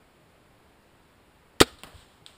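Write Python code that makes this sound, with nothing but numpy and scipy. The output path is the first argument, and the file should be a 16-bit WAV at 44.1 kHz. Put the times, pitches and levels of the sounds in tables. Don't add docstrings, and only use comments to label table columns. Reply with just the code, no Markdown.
import sys
import numpy as np
from scipy import signal
from scipy.io import wavfile
from scipy.ndimage import uniform_filter1d

SR = 44100
rng = np.random.default_rng(int(sys.argv[2]) if len(sys.argv) > 2 else 0)


def pcm_store(signal):
    levels = np.round(np.clip(np.atleast_2d(signal), -1, 1) * 32767)
    wavfile.write(sys.argv[1], SR, levels.astype(np.int16).T)


def invert_db(level):
    return 10 ** (np.asarray(level, dtype=float) / 20)


N = 104649
FAR_TOP_HZ = 15350

# frequency in Hz, level in dB per Hz.
HUSH_TONE = [(30, 2), (70, 1), (300, -2), (1000, -7.5), (2500, -14), (5000, -21), (9000, -25),
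             (15200, -27.5)]
# frequency in Hz, width in Hz, level in dB.
LATCH_PEAKS = [(900, 600, -9), (1400, 500, -5), (1900, 300, -2), (2900, 600, -1), (3630, 400, 3),
               (4500, 700, -3), (5450, 700, -1), (7000, 900, -6), (8400, 700, -6), (10100, 800, -14),
               (13900, 1000, -18), (15300, 900, -19)]
# frequency in Hz, width in Hz, level in dB.
RISER_PEAKS = [(620, 250, -3), (850, 250, -5), (1260, 200, 1), (1500, 350, 0), (1800, 250, -3),
               (2330, 400, -4), (3190, 400, -3), (3900, 600, -1), (4900, 700, -5), (7200, 1000, -11),
               (8800, 1000, -13), (10500, 1200, -18), (13000, 2200, -20)]
# start in seconds, hold in seconds, T60 in seconds, level in dB.
LATCH_RELEASE = (1.6022, .003, .06, -11)
# start in seconds, frequency in Hz, cycles, level in dB.
STRING_STOP = [
    (1.6102, 170, .5, -12),
    (1.6116, 410, 1.95, -1),
]
# start in seconds, hold in seconds, T60 in seconds, level in dB.
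RISER_CRACKS = [
    (1.6108, .002, .02, -18),
    (1.6132, .0022, .012, -7),
    (1.616, .004, .05, -17),
]
# start in seconds, frequency in Hz, level in dB, T60 in seconds.
LIMB_RINGS = [
    (1.613, 245, -19, .08),
    (1.613, 150, -21, .04),
    (1.612, 65, -27, .1),
    (1.6127, 1245, -5, .03),
    (1.624, 455, -18, .052),
    (1.614, 850, -17, .04),
]
# frequency in Hz, T60 in seconds.
SCATTER_DECAY = [(60, .9), (300, .5), (1000, .6), (4000, .6), (9000, .5), (15000, .5)]
# frequency in Hz, level in dB.
SCATTER_TONE = [(60, 2), (200, -4), (400, -9), (600, 4), (1300, 1), (3500, 1), (8000, -2), (15000, 2)]
# centre in seconds, half width in seconds, level in
# dB.
SOFT_SWELLS = [
    (1.675, .025, -53),
    (1.73, .045, -58),
    (2.005, .045, -59),
    (1.93, .08, -62),
    (2.12, .1, -65),
    (2.35, .03, -62),
]
# frequency in Hz, width in Hz, level in dB.
TWIG_PEAKS = [(700, 600, -9), (1420, 700, -4), (2300, 900, -5), (3200, 900, 0), (4050, 900, -1),
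              (5000, 1200, -6), (8100, 1500, -8), (9600, 1600, -16), (13500, 2000, -22), (14900, 1000, -19)]
# start in seconds, frequency in Hz, cycles, level in dB.
STOCK_KNOCKS = [
    (1.941, 80, 2.1, -42),
    (1.982, 75, 1.2, -49),
    (2.026, 110, 1.1, -51),
    (2.22, 120, 1.5, -51),
    (1.929, 560, 4.5, -51),
    (1.715, 68, 2.4, -49),
]
# start in seconds, level in dB, brightness factor, hiss level in dB, hiss T60 in seconds.
TWIG_CLICKS = [
    (1.7865, -44, 1.05, -55, .4),
    (1.7882, -40, 1.04, -70, .1),
    (2.2632, -26, 1.0, -51, .4),
]
# frequency in Hz, width in Hz, level in dB.
CLICK_PEAKS = [(1420, 300, -9), (3350, 650, -1), (4050, 800, 0), (8200, 900, -5), (13400, 600, -26),
               (14900, 500, -24)]
# start in seconds, level in dB.
HEAD_CRACK = (1.8349, -22)
# frequency in Hz, width in Hz, level in dB.
HEAD_PEAKS = [(1000, 900, -4), (2930, 700, 1), (4200, 1400, -5), (7700, 1200, -11), (9100, 900, -8),
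              (13500, 2500, -17), (15200, 1000, -14)]
# start in seconds, hold in seconds, T60 in seconds, level in dB.
BOLT_STRIKES = [
    (1.835, .005, .06, -39),
    (1.84, .02, .8, -52),
    (1.866, .01, .1, -49),
]
# frequency in Hz, width in Hz, level in dB.
THUD_PEAKS = [(60, 40, 6), (160, 100, 2), (500, 250, 2), (700, 250, 3), (1030, 400, 0), (1700, 700, -4),
              (2900, 900, -8), (4500, 1500, -12), (7700, 1800, -16), (9500, 2000, -17), (14000, 2500, -21)]
# frequency in Hz, width in Hz, depth in dB.
HOUSING_NOTCHES = [(6050, 500, -12), (12050, 400, -13)]


def evened(x):
    return x / np.sqrt(np.mean(x ** 2) + 1e-20)


def read(points, hz):
    f, value = np.transpose(points)
    return np.interp(np.log(hz + 1), np.log(f + 1), value)


def hush():
    frames, hz = N // 256 + 5, np.fft.rfftfreq(1024, 1 / SR)
    a, b, patches = rng.standard_normal((frames, 513, 3)).T
    patches = uniform_filter1d(patches, 12, 0)
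    patches = evened(uniform_filter1d(patches, 14, 1))
    gain = invert_db(read(HUSH_TONE, hz)[:, None] + .5 * patches)
    in_band = (hz > 0) & (hz < FAR_TOP_HZ)
    noise = signal.istft((a + 1j * b) * gain * in_band[:, None], nperseg=1024, noverlap=768)[1]
    return invert_db(-59) * evened(noise[:N])


def add(mix, s, sound):
    part = mix[round(s * SR):][:len(sound)]
    part += sound[:len(part)]


def body(x, peaks, shift=1):
    out = 0
    for k, (hz, width, db) in enumerate(peaks):
        r = np.exp(-np.pi * width / SR)
        w = 2 * np.pi * hz * shift / SR
        ring = signal.lfilter([np.sin(w) * (1 - r)], [1, -2 * r * np.cos(w), r * r], x)
        out = out + (-1) ** k * invert_db(db) * ring
    return out


def rattle(hold, t60, db, peaks, spread_db=2.2):
    t = np.arange(0, .4, 1 / SR)
    ticks = rng.standard_normal(len(t)) * invert_db(spread_db * rng.exponential(1, len(t)))
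    shape = np.minimum(t / .0006, 1) * invert_db(-60 * np.maximum(t - hold, 0) / t60)
    level = np.sqrt(np.mean(body(ticks[:4000], peaks) ** 2))
    return invert_db(db) * body(ticks * shape, peaks) / level


def latch():
    out = np.zeros(N)
    start, *row = LATCH_RELEASE
    add(out, start, rattle(*row, LATCH_PEAKS))
    return out


def swing(hz, cycles, db):
    u = np.arange(0, cycles, hz / SR)
    return invert_db(db) * np.sin(2 * np.pi * u) * np.sin(np.pi * u / cycles) ** .35


def string_stop():
    out = np.zeros(N)
    for s, *row in STRING_STOP:
        add(out, s, swing(*row))
    for s, *row in RISER_CRACKS:
        add(out, s, rattle(*row, RISER_PEAKS))
    return out


def limbs():
    out, t = np.zeros(N), np.arange(0, .2, 1 / SR)
    for s, hz, db, t60 in LIMB_RINGS:
        add(out, s, np.minimum(t * hz, 1) * invert_db(db - 60 * t / t60) * np.sin(2 * np.pi * hz * t))
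    return out


def wood(x):
    stand_s, stand_width_s, stand_db = .068, .012, 5
    taps = np.zeros(SR)
    at = np.arange(900, SR - 20, 20)
    taps[at + rng.integers(0, 20, len(at))] = rng.choice([-1., 1.], len(at))
    hz, t, z = signal.stft(taps, SR, nperseg=512)
    stand = stand_db * np.exp(-((t - stand_s) / stand_width_s) ** 2)
    decay = -60 * t / read(SCATTER_DECAY, hz)[:, None]
    z = z * invert_db(stand + read(SCATTER_TONE, hz)[:, None] + decay)
    tail = signal.istft(z, SR, nperseg=512)[1]
    return invert_db(-32) * signal.fftconvolve(x, tail / np.linalg.norm(tail))[:N]


def soft_swells():
    t = np.arange(N) / SR
    grains = rng.standard_normal(N) * invert_db(1.4 * rng.exponential(1, N))
    swells = sum(invert_db(db) * np.exp(-((t - s) / w) ** 2) for s, w, db in SOFT_SWELLS)
    return evened(body(grains, TWIG_PEAKS)) * swells


def stock():
    out = np.zeros(N)
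    for s, *row in STOCK_KNOCKS:
        add(out, s, swing(*row))
    return out


def snap(db, peaks, shift=1, rise_s=.00002):
    t = np.arange(0, .02, 1 / SR)
    splinters = .12 * rng.standard_normal(len(t)) * np.exp(-t / .0008)
    x = body((t == 0) + splinters, peaks, shift)
    x = x * np.sin(np.pi / 2 * np.minimum(t / rise_s, 1)) ** 2
    return -invert_db(db) * x / abs(x).max()


def twigs():
    out, t = np.zeros(N), np.arange(0, .3, 1 / SR)
    for s, db, shift, hiss_db, t60 in TWIG_CLICKS:
        add(out, s, snap(db, CLICK_PEAKS, shift, rise_s=.0006))
        hiss = evened(body(rng.standard_normal(len(t)), TWIG_PEAKS, shift))
        add(out, s, hiss * np.minimum(t / .002, 1) * invert_db(hiss_db - 60 * t / t60))
    return out


def bolt_head():
    out = np.zeros(N)
    start, db = HEAD_CRACK
    add(out, start, snap(db, HEAD_PEAKS))
    return out


def bolt_thud():
    out = np.zeros(N)
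    for s, *row in BOLT_STRIKES:
        add(out, s, rattle(*row, THUD_PEAKS, spread_db=1.5))
    return out


def scene():
    bow = latch() + string_stop() + limbs()
    far = hush() + wood(bow) + soft_swells() + stock() + twigs() + bolt_thud()
    trim = signal.firwin(255, FAR_TOP_HZ, window=("kaiser", 6), fs=SR)
    return (bow + bolt_head() + signal.oaconvolve(far, trim, "same"))[None]


def housing(x):
    hz = abs(np.fft.fftfreq(4096, 1 / SR))
    notch_db = sum(db / (1 + ((hz - f) / w) ** 2) for f, w, db in HOUSING_NOTCHES)
    log_gain = np.log(invert_db(notch_db))
    taps = np.fft.ifft(np.exp(np.conj(signal.hilbert(log_gain)))).real[:2048]
    return signal.oaconvolve(x, taps)[:len(x)]


def roll_off(x):
    return signal.sosfilt(signal.butter(12, 17010, fs=SR, output="sos"), x)


def record(dry):
    ceiling = 1.05
    x = housing(dry[0])
    x = ceiling * np.tanh(x / ceiling)
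    band_limit = signal.firwin(255, 16500, window=("kaiser", 9), fs=SR)
    x = signal.oaconvolve(x, band_limit, "same")
    return roll_off(x[None])


dry = scene()
out = record(dry)
pcm_store(out)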